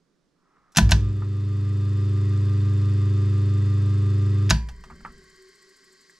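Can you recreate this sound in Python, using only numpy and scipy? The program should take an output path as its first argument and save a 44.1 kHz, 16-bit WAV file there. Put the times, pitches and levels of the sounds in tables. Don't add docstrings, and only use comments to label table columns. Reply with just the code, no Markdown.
import sys
import numpy as np
from scipy import signal
from scipy.fft import rfft, irfft, next_fast_len
from scipy.io import wavfile
from scipy.ndimage import map_coordinates

SR = 44100
rng = np.random.default_rng(int(sys.argv[2]) if len(sys.argv) > 2 else 0)


def put_to_file(sound):
    columns = np.atleast_2d(sound).T
    safe = np.clip(columns, -1, 1)
    whole_steps = np.round(safe * 32767)
    wavfile.write(sys.argv[1], SR, whole_steps.astype(np.int16))


N = 273007
T = np.arange(N) / SR

MAINS_HZ, ROTOR_SLOTS = 50, 48
ON_S, OFF_S = 0.785, 4.512
DUCK_DB, RECOVERY_FROM_S, RECOVERY_S = -6, 1.21, 1.7

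# (time [s], speed [turns per s])
SHAFT_SPEED = [(.77, 0), (.98, 24.86), (2.4, 24.879), (4.51, 24.879), (5.05, 17.94), (5.37, 16.1),
               (5.55, 14.9), (6.2, 10.0)]


def undb(db):
    return 10 ** (np.asarray(db) / 20)


def unit(x):
    return x / np.sqrt(np.mean(x ** 2))


def curve(rows):
    return np.interp(T, *np.transpose(rows))


def filtered(x, response):
    size = next_fast_len(N + SR // 2)
    f = np.maximum(np.fft.rfftfreq(size, 1 / SR), 1)
    return irfft(rfft(x, size) * response(f), size)[..., :N]


def colour(x, points, size=4096):
    hz, db = np.transpose(points)
    f = np.maximum(np.fft.rfftfreq(size, 1 / SR), 1)
    gain = undb(np.interp(np.log(f), np.log(hz), db))
    cepstrum = irfft(np.log(gain))
    cepstrum[1:size // 2] *= 2
    cepstrum[size // 2 + 1:] = 0
    h = irfft(np.exp(rfft(cepstrum)))
    return signal.oaconvolve(x, h / np.linalg.norm(h))[:N]


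def noise():
    return rng.standard_normal(N)


def fade(t, t60):
    return np.exp(-np.log(1000) * t / max(t60, 1e-3))


def add(out, s, x):
    i = int(s * SR)
    out[i:i + len(x)] += x[:N - i]


def pings(rows, rise_s):
    out, t = np.zeros(N), T[:SR]
    for s, hz, db, t60 in rows:
        envelope = fade(t, t60) * (1 - np.exp(-t / rise_s))
        add(out, s, undb(db) * envelope * np.sin(2 * np.pi * hz * t))
    return out


def gain_recovery():
    return DUCK_DB * np.clip(1 - (T - RECOVERY_FROM_S) / RECOVERY_S, 0, 1) ** 2


def air():
    # (frequency [Hz], level [dB])
    air_colour = [(25, -5.5), (65, -12.5), (110, -19), (165, 0), (230, -5), (350, -5.5), (480, -11),
                  (800, -21.5), (1200, -18), (1900, -24), (2800, -28.5), (5200, -25.5), (9000, -35.5),
                  (15000, -54)]
    ports = np.array([colour(noise(), air_colour), colour(noise(), air_colour)])
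    shared = ports.mean(axis=0)
    return (ports + shared) * undb([[-76], [-71.5]])


def knocks(tail_t60=0.14, thud_t60=0.79, thud_rise_s=0.015):
    # (time [s], level [dB], t60 [s], tail against the knock [dB], thud of the wall [dB])
    knock_rows = [(0.566, -63, .15, -12, -69), (1.221, -43, 0.032, -4.5, -63), (4.839, -51, 0.033, -3, -46),
                  (4.9, -42.5, 0.11, -15, -44.5), (4.923, -54, .04, -14, -57),
                  (5.006, -50.5, 0.045, -18, -67), (5.049, -34.5, 0.055, -2.5, -44)]
    # (frequency [Hz], level [dB])
    knock_colour = [(60, -28.5), (130, -3), (230, -8), (550, -7), (900, 0.5), (1300, 9.5), (1500, -1.5),
                    (1900, -2.5), (2600, -15), (3400, -27.5), (4400, -30), (8000, -39), (14000, -57)]
    # (frequency [Hz], level [dB])
    thud_colour = [(15, 2.5), (35, -2), (70, 0), (110, -17), (150, -3), (220, -2.5), (300, -18),
                   (700, -26.5), (2000, -74)]

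    rustle_db, from_s, attack_s = -67, 0.33, 0.22
    taps = noise() * undb(rustle_db) * np.clip((T - from_s) / attack_s, 0, 1) * (T < ON_S)
    thuds, t = np.zeros(N), T[:SR]
    for s, db, t60, tail_db, thud_db in knock_rows:
        decay = fade(t, t60) + undb(tail_db) * fade(t, tail_t60)
        add(taps, s, undb(db) * rng.standard_normal(SR) * decay)
        swell = fade(t, thud_t60) * (1 - np.exp(-t / thud_rise_s))
        add(thuds, s, undb(thud_db) * rng.standard_normal(SR) * swell)
    return colour(taps, knock_colour) + colour(thuds, thud_colour)


def contactors(tail_db=-21, tail_t60=0.23, ring_db=-3, contact_s=0.0003):
    # (time [s], level [dB], body against
    # middle [dB], treble against middle [dB], t60 [s])
    blows = [(0.72, -67, -23, 14, 0.12), (0.749, -42, -0.5, -10, 0.098), (0.76, -28.5, -3, -5, 0.12),
             (0.7701, -11.5, -8, 5.5, 0.056), (.773, -20, -1, -5, 0.03), (0.7841, -7.5, 3.5, -19, 0.019),
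             (0.892, -31, 3, -5, 0.046), (0.907, -29, -11, -7, 0.015), (0.9097, -28, 4, 14.5, 0.026),
             (.918, -8.5, -1.5, -11, 0.032), (4.494, -24.5, -8, -24, 0.029), (4.5, -21, -13, 9.5, 0.025),
             (4.506, -6.5, 1.5, -12.5, 0.027), (4.51, -31, -37, -8.5, .025),
             (4.687, -44.5, 8.5, 1.5, 0.066), (4.837, -51.5, 9, 1, 0.066)]
    # (frequency [Hz], level [dB])
    clack_colour = [(180, -24.5), (300, -4.5), (430, -24), (700, -5), (1300, -12.5), (1600, -1.5),
                    (2150, -15), (2560, -7), (2900, -8), (3700, -8.5), (4900, -9), (5800, -7.5),
                    (8400, -18.5), (12100, -25.5), (15500, -44)]
    # (frequency [Hz], level [dB], t60 [s])
    metal_modes = [(665, -28, 0.086), (658, -18, 0.093), (896, -26, 0.23), (990, -18, 0.16),
                   (1510, -13, 0.09), (1725, -30, 0.3), (2230, -32.5, 0.17), (2385, -39.5, 0.55),
                   (3698, -45.5, 0.09), (5580, -35, 0.027), (6540, -7.5, 0.017)]

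    body, middle, treble = np.zeros((3, N))
    t = T[:SR]
    for s, db, body_db, treble_db, t60 in blows:
        decay = fade(t, t60) + undb(tail_db) * fade(t, tail_t60)
        crack = rng.standard_normal(SR) * decay * (1 - np.exp(-t / contact_s))
        for band, gain_db in ((body, body_db), (middle, 0), (treble, treble_db)):
            add(band, s, undb(db + gain_db) * crack)

    low, high = (signal.butter(2, hz, fs=SR, output="sos") for hz in (1700, 6500))
    body_change = signal.sosfiltfilt(low, body - middle)
    treble_change = treble - middle - signal.sosfiltfilt(high, treble - middle)
    cracks = colour(middle + body_change + treble_change, clack_colour)

    rings = np.zeros(N)
    for s, db, body_db, _, _ in blows:
        for hz, mode_db, t60 in metal_modes:
            gain = undb(db + mode_db + ring_db + body_db / (1 + (hz / 2500) ** 2))
            add(rings, s, gain * fade(t, t60) * np.sin(2 * np.pi * hz * t))
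    return cracks + rings


def bearings(turns, swish_db=0, swish_turn=0.31, swish_sharp=5.0):
    # (frequency [Hz], level [dB])
    bearing_colour = [(30, -8), (90, -14), (160, -8), (300, -8), (480, -20), (750, -27), (950, -13),
                      (1400, -8), (1900, -4.5), (2300, -8.5), (2800, -11.5), (3700, -8.5), (4300, 2),
                      (5100, 0.5), (5800, -6.5), (7600, -7), (9500, -17.5), (12300, -24), (15000, -48.5)]
    # (frequency [Hz], half-width at -6 dB [Hz], level [dB])
    frame_modes = [(394, 20, 17), (1100, 43, 9.5), (1592, 69, 11), (1922, 60, 14), (2083, 41, 11),
                   (3120, 35, 4.5), (4800, 170, -2.5)]
    brush_colour = [(5000, -32.5), (7200, 1.5), (8100, 4.0), (9200, -12),
                    (10300, -9.5), (11200, -19.5), (12200, -7.5), (15000, -33.5)]
    rush_run_db, rush_coast_db, frame_run_db, frame_coast_db = -59.5, -62, -57, -53
    duck_db, recovery_s, sag_db_per_s = -6, 0.8, 7

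    def frame_response(f):
        return sum(undb(db) / (1 + .5j * (f / hz - hz / f) * hz / w) ** 2 for hz, w, db in frame_modes)

    rush = colour(noise(), bearing_colour)
    frame = unit(filtered(noise(), frame_response))
    brush = colour(noise(), brush_colour)
    brush *= np.exp(swish_sharp * (np.cos(2 * np.pi * (turns - swish_turn)) - 1))

    coasted = np.maximum(T - OFF_S, 0)
    duck = duck_db * np.clip(1 - coasted / recovery_s, 0, 1)
    rush_db = np.where(T < OFF_S, rush_run_db + gain_recovery(), rush_coast_db + duck)
    frame_off_db = frame_coast_db + duck - sag_db_per_s * coasted
    frame_db = np.where(T < OFF_S, frame_run_db + gain_recovery(), frame_off_db)
    return (rush + undb(swish_db) * brush) * undb(rush_db) + frame * undb(frame_db)


def panel(rise_s=0.014, rumble_db=-15, rumble_t60=0.78):
    # (time [s], level [dB], tilt about 100 Hz [dB per octave])
    jolts = [(0.771, -21, 6), (0.817, -16.5, -9), (0.915, -18, -10), (4.511, -19, -5)]
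    # (frequency [Hz], level [dB], t60 [s])
    panel_modes = [(51.15, -16.5, 0.69), (57.6, 3.5, 0.52), (108.6, 3, 0.27), (141.7, 6.5, 0.25),
                   (162, 15, 0.14), (210.5, 4.5, 0.25), (230.3, -15.5, 0.14), (358.4, -22, 0.264)]
    rumble_colour = [(20, -22.5), (45, -6.5), (90, 7.0), (180, 7.5),
                     (300, -16.0), (600, -21), (2000, -71)]

    booms, rumble, t = np.zeros(N), np.zeros(N), T[:2 * SR]
    for s, db, tilt_db in jolts:
        boom = np.zeros(len(t))
        for hz, mode_db, t60 in panel_modes:
            gain = undb(mode_db + tilt_db * np.log2(hz / 100))
            boom += gain * fade(t, t60) * np.sin(2 * np.pi * hz * t)
        add(booms, s, undb(db) * boom * (1 - np.exp(-t / rise_s)))
        add(rumble, s, undb(db + rumble_db) * fade(t, rumble_t60) * rng.standard_normal(len(t)))
    return booms + colour(rumble, rumble_colour)


def rattle(phase, size, t60):
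    spectrum = rfft(rng.standard_normal(size) * fade(T[:size], t60))
    click = irfft(spectrum / np.abs(spectrum), size)
    return unit(map_coordinates(click, [phase % 1 * size], order=3, mode="grid-wrap"))


def magnetism(turns, buzz_db=-32, wobble_db=-2, spit_db=-38, inrush_db=4, release_t60=0.055):
    # (multiple of the mains, level [dB])
    stator_tones = [(1, -49), (1.5, -33), (2, 3), (2.5, -10), (4, -14.5), (4.5, -49.5), (6, -17.5),
                    (8, -24), (10, -34), (12, -54)]
    # (frequency [Hz], level [dB])
    buzz_colour = [(350, -46.5), (600, -3), (740, -21), (1000, -1.5), (1300, 2), (1450, -10.5), (1700, -5),
                   (2250, -15.5), (2500, -6), (3300, -13.5), (3580, -1.5), (3850, -16), (4700, -12.5),
                   (5900, -20.5), (7300, -20), (9200, -31.5), (12000, -47.5), (15000, -54)]
    hum_db, slot_db, partner_db = -22.5, -35.3, -33.8
    beat_crest_s = 3.895

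    cycles = MAINS_HZ * (T - beat_crest_s)
    tones = sum(undb(db) * np.sin(2 * np.pi * (k * cycles + rng.random())) for k, db in stator_tones)
    slots = ROTOR_SLOTS * (turns - np.interp(0, cycles, turns))
    tones += undb(slot_db) * np.sin(2 * np.pi * slots)
    tones += undb(partner_db) * np.sin(2 * np.pi * ROTOR_SLOTS / 2 * cycles)

    pull, turn = SR // (2 * MAINS_HZ), 2 * SR // MAINS_HZ
    rattles = rattle(2 * cycles, pull, t60=0.044) + undb(wobble_db) * rattle(turns, turn, t60=0.29)
    spit = unit(noise() * np.resize(fade(T[:pull], 0.087), N))
    buzz = colour(undb(buzz_db) * rattles + undb(spit_db) * spit, buzz_colour)
    whine_hz = ROTOR_SLOTS / 2 * MAINS_HZ
    buzz = filtered(buzz, lambda f: 1 - np.exp(-((f - whine_hz) / MAINS_HZ) ** 2))

    power = np.clip((T - ON_S) / 0.072, 0, 1) * fade(np.maximum(T - OFF_S, 0), release_t60)
    inrush = inrush_db * np.clip((RECOVERY_FROM_S - T) / 0.24, 0, 1)
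    return (np.sqrt(2) * tones + buzz) * power * undb(hum_db + gain_recovery() + inrush)


def drone(turns, grumble_db=-49, release_t60=1.0, tone_t60=0.39):
    drone_db, swell_db, period_s, crest_s = -46.5, 3, 1.03, 3.206
    grumble_colour = [(30, 4.5), (120, 5.5), (250, 4.0), (400, 2.5),
                      (520, -8.5), (750, -17.0), (2000, -46)]

    waver = unit(filtered(noise(), lambda f: 1 / (1 + (f / 5) ** 2) ** 2))
    tone = np.sqrt(2) * np.sin(2 * np.pi * 15 * turns + waver / 2)
    swell = swell_db * np.cos(2 * np.pi * (T - crest_s) / period_s)
    tone_db = drone_db + gain_recovery() + swell
    grumble = colour(noise(), grumble_colour)
    coasted = np.maximum(T - OFF_S, 0)
    running = np.clip((T - ON_S) / 0.018, 0, 1) * fade(coasted, release_t60)
    return running * (tone * undb(tone_db) * fade(coasted, tone_t60) + grumble * undb(grumble_db))


def springs():
    # (time [s], frequency [Hz], level [dB], t60 [s])
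    spring_rings = [(.893, 2280, -31, .06), (4.508, 4680, -35, 0.27), (4.509, 4615, -37, .24),
                    (4.585, 984, -45.5, 0.55)]
    return pings(spring_rings, rise_s=0.0036)


def coasting(mode_hz=376, width_hz=22.0, sag_hz_per_s=4):
    # (multiple of the shaft speed, level [dB])
    sweeps = [(19, -56), (22, -61), (24, -53.5), (27, -62.5), (31, -63), (35, -69.5)]
    speed = curve(SHAFT_SPEED)
    swell = sum(undb(db) / (1 + (2 * (k * speed - mode_hz) / width_hz) ** 4) for k, db in sweeps)
    hz = mode_hz + sag_hz_per_s * (T[-1] - T - .5)
    return np.sqrt(2) * np.sin(2 * np.pi * np.cumsum(hz) / SR) * swell * (T > OFF_S)


def bench(rumble_db=-45, attack_s=0.25, hold_s=0.24, t60=1.36):
    # (frequency [Hz], level [dB])
    bench_colour = [(15, 4), (35, 9.5), (70, -11), (120, -19), (400, -56.5)]
    since = T - OFF_S
    envelope = np.clip(since / attack_s, 0, 1) * fade(np.maximum(since - hold_s, 0), t60)
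    return colour(noise(), bench_colour) * undb(rumble_db) * envelope


def tick():
    # (time [s], frequency [Hz], level [dB], t60 [s])
    tick_rings = [(6.0965, 1750, -42.5, 0.018), (6.0965, 1940, -44, 0.024)]
    return pings(tick_rings, rise_s=0.00083)


def stereo(x, side_db, lean_db, lag_rad):
    t = T[:SR // 4]
    walls = rng.standard_normal(len(t)) * fade(t, 0.25)
    side = signal.oaconvolve(x, walls / np.linalg.norm(walls))[:N]
    side = filtered(side, lambda f: undb(side_db) * (0.015 + f / (f + 3000) + (f / 12000) ** 2))
    lean = undb(lean_db / 2) - 1 - .5j * lag_rad
    side += filtered(x, lambda f: lean * 2 / (f / 2300 + 2300 / f))
    return np.array([x + side, x - side])


def scene():
    turns = np.cumsum(curve(SHAFT_SPEED)) / SR
    spinning = np.clip(turns, 0, 1)
    rotor = spinning * (bearings(turns) + drone(turns) + coasting())
    motor = magnetism(turns) + rotor + tick() + bench()
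    box = contactors() + springs() + panel() + knocks()
    motor_stereo = stereo(motor, side_db=-10.0, lean_db=0.9, lag_rad=0.8)
    box_stereo = stereo(box, side_db=-16.5, lean_db=-1.2, lag_rad=0.68)
    return motor_stereo + box_stereo + air()


def record(dry):
    rounded = dry / (1 + (dry / .9) ** 4) ** .25
    top_cut = signal.ellip(10, .2, 80, 15800, fs=SR, output="sos")
    return signal.sosfilt(top_cut, rounded)


dry = scene()
out = record(dry)
put_to_file(out)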